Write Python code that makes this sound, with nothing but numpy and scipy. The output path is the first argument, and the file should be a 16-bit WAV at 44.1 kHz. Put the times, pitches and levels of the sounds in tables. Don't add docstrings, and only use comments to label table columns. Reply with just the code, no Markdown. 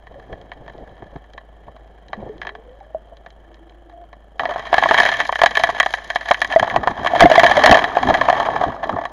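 import sys
import numpy as np
from scipy import signal
from scipy.fft import rfft, irfft, next_fast_len
from scipy.io import wavfile
from scipy.ndimage import map_coordinates

SR = 44100
rng = np.random.default_rng(int(sys.argv[2]) if len(sys.argv) > 2 else 0)


def waveform_to_disk(signal):
    frames = np.transpose(np.atleast_2d(signal))
    scaled = np.clip(frames, -1, 1) * 32767
    samples = np.round(scaled).astype(np.int16)
    wavfile.write(sys.argv[1], SR, samples)


N = 402191
TIME = np.arange(N) / SR
ENGINE_HZ = 52.3

# time in seconds, clack level in dB.
GRAVEL_HARDNESS_CURVE = [(4.42, -9.5), (4.85, 8), (5.7, 2.5), (6.35, 2.5), (6.8, -9.5), (7.45, 0),
                         (8.0, -5.5), (8.35, -5), (8.75, -13)]
# frequency in Hz, relative density in dB per Hz.
TURBULENCE_SPECTRUM = [(20, -9), (50, -3), (125, 1), (190, -2), (255, 2), (380, -5), (800, -15),
                       (2000, -45), (16000, -100)]
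NOZZLE_SWING_S = [4.2, 5.44]


def from_db(db):
    return 10 ** (np.asarray(db) / 20)


def rms_one(x):
    return x / np.sqrt(np.mean(x ** 2) + 1e-20)


def curve(rows):
    s, value = np.transpose(rows)
    return np.interp(TIME, s, value)


def butter(x, hz, kind, order=2):
    return signal.sosfilt(signal.butter(order, hz, kind, fs=SR, output="sos"), x)


def drift(rate_hz):
    knots = rng.standard_normal(4000)
    return map_coordinates(knots, [TIME * rate_hz], order=2, mode="wrap")


def noise(spectrum):
    hz, db = np.transpose(spectrum)
    size = next_fast_len(N)
    bins_hz = np.maximum(np.fft.rfftfreq(size, 1 / SR), 1)
    gain = from_db(np.interp(np.log(bins_hz), np.log(hz), db))
    white = rng.standard_normal(size)
    return rms_one(irfft(rfft(white) * gain)[:N])


def ring(force, hz, t60_s):
    radius = from_db(-60 / (t60_s * SR))
    w = 2 * np.pi * hz / SR
    return signal.lfilter([0, np.sin(w)], [1, -2 * radius * np.cos(w), radius ** 2], force + 1e-18)


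def swell(middle_s, half_s):
    return np.exp(-.5 * np.minimum(((TIME - middle_s) / half_s) ** 2, 100))


def nozzle_nearness():
    return np.interp(TIME, NOZZLE_SWING_S, [0, 1])


def contact(size, scatter, scatter_s, tail, tail_s):
    age_s = np.arange(size) / SR
    envelope = scatter * np.exp(-age_s / scatter_s) + tail * np.exp(-age_s / tail_s)
    force = envelope * rng.standard_normal(size)
    force[0] += 1
    return force


def housing(force):
    # frequency in Hz, width in Hz, peak gain in dB.
    modes = [(680, 107.8, 3), (942, 438, -3.5), (1108, 127, -0.5), (1739.4, 160, 0), (1825, 243, -4),
             (1923, 50, -5.5), (2248, 197, -17.5), (3188, 170, -15.5), (3900, 51, -20.5), (4104, 86, -25),
             (5304, 380, -40), (5680, 180, -43), (6580, 1180, -35.5), (9000, 1370, -45),
             (10850, 1070, -48.5), (13900, 710, -62)]
    out = from_db(-34) * butter(force, 750, "low")
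    for k, (hz, width_hz, db) in enumerate(modes):
        mode = ring(force, hz, np.log(1000) / (np.pi * width_hz))
        sign = (-1) ** k
        out = out + sign * from_db(db) * 2 * np.pi * width_hz / SR * mode
    return signal.lfilter(*signal.iirnotch(8000, 3, fs=SR), out)


def registers(x):
    thud = butter(x, 1350, "low", order=5)
    clack = butter(x, [1450, 2700], "band", order=3)
    tick = butter(x, 2900, "high", order=5)
    return [thud, clack, tick]


def approach(x, far_hz):
    near = nozzle_nearness()
    return near * x + (1 - near) * butter(x, far_hz, "low", order=3)


def knocks():
    # start in seconds, level in dB, hardness as clack above thud in dB.
    strikes = [(0.069, -40.5, -2), (.328, -36, 3), (.517, -32, -1), (.679, -34, -9), (1.022, -35, -18),
               (1.16, -35, -15.5), (1.378, -33, -1), (1.681, -35.5, -26), (2.131, -23, -8),
               (2.416, -27.5, 8), (2.43, -34.5, 5), (2.45, -33, -5), (2.469, -26, 4), (2.491, -30.5, 6),
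               (2.551, -34, -5.5), (3.262, -37, -4), (4.129, -38.5, -6), (4.395, -17, 0.5),
               (4.454, -15.5, -6.5), (4.559, -19.5, -18), (4.728, -7.5, -13), (4.741, -7.5, -2.5),
               (4.781, -6.5, -4), (4.824, -11, -12), (4.836, -10, 0.5), (4.857, -9.5, -31), (4.91, -6, -13),
               (4.943, -8.5, 2), (4.967, -19, -1), (4.984, -8, 3), (5, -5, 3), (5.052, -11, 1),
               (5.062, -12, 5), (5.124, -19, 6), (5.202, -13, 5), (5.291, -14, -14), (5.325, -17, -5),
               (5.356, -17.5, 5), (5.39, -21, -1), (5.416, -5.5, -7), (5.435, -1, -11), (5.46, -7, 4),
               (5.553, -16.5, 15), (5.571, -9.5, 5.5), (5.636, -7.5, -1.5), (5.69, -14.5, -16),
               (5.787, -28, 3), (5.8, -6, 7), (5.829, -17, 5), (5.861, -13.5, -5.5), (5.938, -15, 2.5),
               (6.102, -18.5, 3.5), (6.158, -12.5, -1.5), (6.287, -20.5, 6), (6.312, -6, -6),
               (6.344, -19.5, 13), (6.417, -11.5, 6.5), (6.446, -19, 9), (6.524, -18.5, 11),
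               (6.596, -13, 1.5), (6.627, -8.5, -17.5), (6.699, -23, 14), (6.761, -6.5, -15.5),
               (6.873, -8.5, -14), (7.061, -13.5, -9), (7.071, -15, 7), (7.206, -1, -3.5),
               (7.315, -9, -0.5), (7.355, -11, -1), (7.395, -6, 5), (7.433, -1, -17), (7.464, -8, 19),
               (7.638, -6, 1), (7.66, -0.5, -2.5), (7.712, -2.5, 0), (7.724, 2.5, -28), (7.753, -9, -18),
               (7.841, -13, 1), (7.969, -6.5, -35), (8.105, -11, -21), (8.141, -15.5, 3),
               (8.214, -10.5, -39), (8.285, -6.5, -42), (8.299, -7, -12), (8.327, -12, -12),
               (8.486, -13, -30), (8.637, -15, -33), (8.84, -22.5, -6.5), (8.963, -20, -41),
               (9.053, -21, -6)]
    tick_db, tick_per_hardness = -9, 0.86
    size, head = SR // 8, SR // 100
    forces = np.array([contact(size, scatter=0.083, scatter_s=0.0044, tail=0.0061, tail_s=0.018)
                       for _ in strikes])
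    parts = np.array(registers(housing(forces)))
    out = np.zeros(N + size)
    for k, (start_s, db, hardness_db) in enumerate(strikes):
        shares = from_db([0, hardness_db, tick_db + tick_per_hardness * hardness_db])
        levels = from_db(db) * shares / np.linalg.norm(shares)
        head_rms = np.sqrt(np.mean(parts[:, k, :head] ** 2, axis=1))
        at = round(start_s * SR)
        out[at:at + size] += levels / head_rms @ parts[:, k]
    return approach(out[:N], far_hz=5100)


def grains(per_s, spread_db, sand_rms, scatter_s):
    sizes = from_db(spread_db * np.minimum(rng.exponential(1, N), 3.2))
    energy = (rng.random(N) < per_s / SR) * sizes ** 2
    energy = signal.lfilter([1], [1, -np.exp(-1 / (scatter_s * SR))], energy + 1e-18)
    force = np.sqrt(energy / energy.mean() + sand_rms ** 2) * rng.standard_normal(N)
    return [rms_one(part) for part in registers(housing(force))]


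def gurgle(per_s, cycles, low_hz, high_hz, count=18):
    bursts = (rng.random(N) < per_s / SR) * rng.standard_normal(N)
    dealt = rng.integers(0, count, N)
    pitches_hz = np.geomspace(low_hz, high_hz, count)
    return rms_one(sum(ring(bursts * (dealt == k), hz, cycles / hz) * hz
                       for k, hz in enumerate(pitches_hz)))


def gravel():
    # time in seconds, load in dB.
    load_rows = [(4.42, -31), (4.68, -36), (4.85, -28.5), (5.2, -28.5), (5.33, -45.5), (5.62, -29.5),
                 (5.82, -42), (6.2, -41), (6.75, -29), (6.95, -31.5), (7.2, -21), (7.42, -19), (7.74, -18),
                 (7.9, -28), (8.06, -22), (8.64, -23), (8.78, -32.5), (8.93, -27.5), (9.1, -36.5)]
    start_s = 4.394
    hardness_db = curve(GRAVEL_HARDNESS_CURVE)
    thud, clack, tick = grains(per_s=300, spread_db=8.0, sand_rms=0.36, scatter_s=0.0028)
    stones = from_db(3.5) * thud + from_db(hardness_db) * clack
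    stones += from_db(-7 + 0.97 * hardness_db) * butter(tick, 11000, "low", order=1)
    eddies = from_db(-14 + 0.46 * drift(61)) * noise(TURBULENCE_SPECTRUM)
    air = from_db(-7) * gurgle(per_s=160, cycles=32.0, low_hz=243.4, high_hz=1232)
    return from_db(curve(load_rows)) * (stones + eddies + air) * (TIME > start_s)


def booms():
    # start in seconds, pitch in Hz, height in dB.
    boom_rows = [(.157, 560, -30), (2.176, 211, -28), (2.295, 428, -22), (2.808, 787, -30),
                 (2.947, 637, -12), (3.122, 668, -31), (4.488, 603, -15.5), (5.416, 687, -3.5),
                 (6.309, 711, 1.5), (6.561, 656, 8.5), (7.135, 700, -3), (7.206, 728, 10),
                 (7.223, 686, 15.5), (7.256, 702, 12), (7.314, 641, 6.5), (7.379, 680, 12.5),
                 (7.452, 680, 2), (7.576, 607, 1.5), (7.641, 622, 2.5), (7.723, 626, 4), (8.099, 657, -6)]
    cycles_at_0_db, halving_db = 39, 51
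    age_s = np.arange(SR // 2) / SR
    out = np.zeros(N + len(age_s))
    for start_s, hz, height_db in boom_rows:
        t60_s = cycles_at_0_db * .5 ** (height_db / halving_db) / hz
        envelope = (1 - np.exp(-age_s / 0.00084)) * np.exp(-np.log(1000) * age_s / t60_s)
        at = round(start_s * SR)
        out[at:at + len(age_s)] += from_db(height_db) * envelope * np.sin(2 * np.pi * hz * age_s)
    return out[:N]


def sand():
    _, _, tick = grains(per_s=220, spread_db=9.5, sand_rms=0.18, scatter_s=0.0013)
    level = from_db(-48.5 + curve(GRAVEL_HARDNESS_CURVE)) * nozzle_nearness()
    return level * rms_one(butter(tick, [4500, 13000], "band"))


def grit():
    # start in seconds, relative peak in dB.
    touches = [(0.414, -34), (0.7801, -38.5), (1.3352, -33.5), (2.0835, -35), (2.3805, -39), (3.1695, -37),
               (3.3044, -35.5), (3.5436, -35), (3.6958, -37)]
    size = SR // 8
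    out = np.zeros(N + size)
    for start_s, db in touches:
        force = contact(size, scatter=.06, scatter_s=0.0029, tail=.003, tail_s=.01)
        tick = butter(housing(force), [3000, 7500], "band")
        at = round(start_s * SR)
        out[at:at + size] += from_db(db - 2) * tick / np.abs(tick).max()
    return out[:N]


def gulps():
    # middle in seconds, half length in seconds, relative level in dB.
    surges = [(1.028, 0.0045, -30), (1.164, 0.0052, -29.5), (6.625, 0.013, -24.5), (6.78, .035, -27.5),
              (6.908, 0.011, -26.5), (7.008, 0.021, -31), (7.241, 0.015, -7.5), (7.66, 0.013, -26),
              (7.712, 0.014, -12.5), (8.086, 0.036, -21.5), (8.683, 0.016, -24), (8.947, 0.026, -28.5)]
    surge = sum(from_db(db) * swell(middle_s, half_s) for middle_s, half_s, db in surges)
    return surge * from_db(0.5 * drift(77)) * noise(TURBULENCE_SPECTRUM)


def moans():
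    # middle in seconds, half length in seconds, pitch at the middle in Hz, glide in Hz per s,
    # level in dB, roughness (clipped to 0-1).
    tones = [(2.577, 0.25, 447, 562, -46.5, 1.2), (3.768, 0.23, 332.5, -35, -50, 0.8),
             (3.988, 0.038, 692, 0, -31, 0.33)]
    out = np.zeros(N)
    flutter = drift(55) + 1j * drift(55)
    for middle_s, half_s, hz, glide_hz_per_s, db, rough in tones:
        age_s = TIME - middle_s
        turns = hz * age_s + glide_hz_per_s * age_s ** 2 / 2
        rough = np.clip(rough, 0, 1)
        tone = np.real((1 - rough + rough * flutter) * np.exp(2j * np.pi * turns))
        out += from_db(db) * swell(middle_s, half_s) * tone
    return out


def throb():
    return rms_one(np.cos(2 * np.pi * ENGINE_HZ * TIME) + np.cos(np.pi * ENGINE_HZ * TIME))


def water():
    # time in seconds, relative level in dB.
    slosh_rows = [(0, -56.5), (.3, -42), (.55, -50.5), (.72, -43.5), (1.08, -47.5), (1.27, -54.5),
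                  (2.08, -55), (2.22, -40), (2.64, -55), (3.3, -58), (4.4, -63)]
    # frequency in Hz, relative density in dB per Hz.
    slosh_spectrum = [(40, 6), (110, 3), (250, -1.5), (450, 2), (720, 3.5), (1300, -23), (2500, -54),
                      (16000, -71)]
    hiss_spectrum = [(20, -14), (120, -23.5), (340, -24), (580, -19.5), (730, -17.5), (950, -31.5),
                     (1480, -34), (1740, -33.5), (2100, -71), (2700, -47.5), (3200, -31), (3700, -64.5),
                     (7500, -54), (16000, -68)]
    slosh_db = curve(slosh_rows)
    lumps = from_db(0.5 + 6.3 * drift(60)) * noise(slosh_spectrum)
    air = from_db(-6) * gurgle(per_s=150, cycles=5.6, low_hz=117, high_hz=735)
    thud, clack, tick = grains(per_s=18, spread_db=3.5, sand_rms=1.1, scatter_s=.0015)
    trickle = from_db(-61) * thud + from_db(-66) * clack + from_db(-73) * tick
    stirred = from_db(0.45 * (slosh_db - np.median(slosh_db)))
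    hiss = from_db(-52) * throb() * noise(hiss_spectrum)
    return from_db(slosh_db) * (lumps + air) + stirred * trickle + hiss


def engine():
    turns = np.cumsum(ENGINE_HZ * (1 + .006 * drift(7))) / SR
    return from_db(-43.5 + .7 * drift(12)) * np.sin(2 * np.pi * turns)


def scene():
    stones = knocks() + gravel() + booms() + sand() + grit()
    flow = gulps() + moans() + water()
    return (stones + flow + engine())[None]


def record(dry):
    overloaded = dry / (1 + dry ** 6) ** (1 / 6)
    dipped = signal.lfilter(*signal.iirnotch(8000, 9, fs=SR), overloaded)
    top_cut = signal.cheby2(12, 70, 17500, fs=SR, output="sos")
    return signal.sosfilt(top_cut, .93 * dipped)


dry = scene()
out = record(dry)
waveform_to_disk(out)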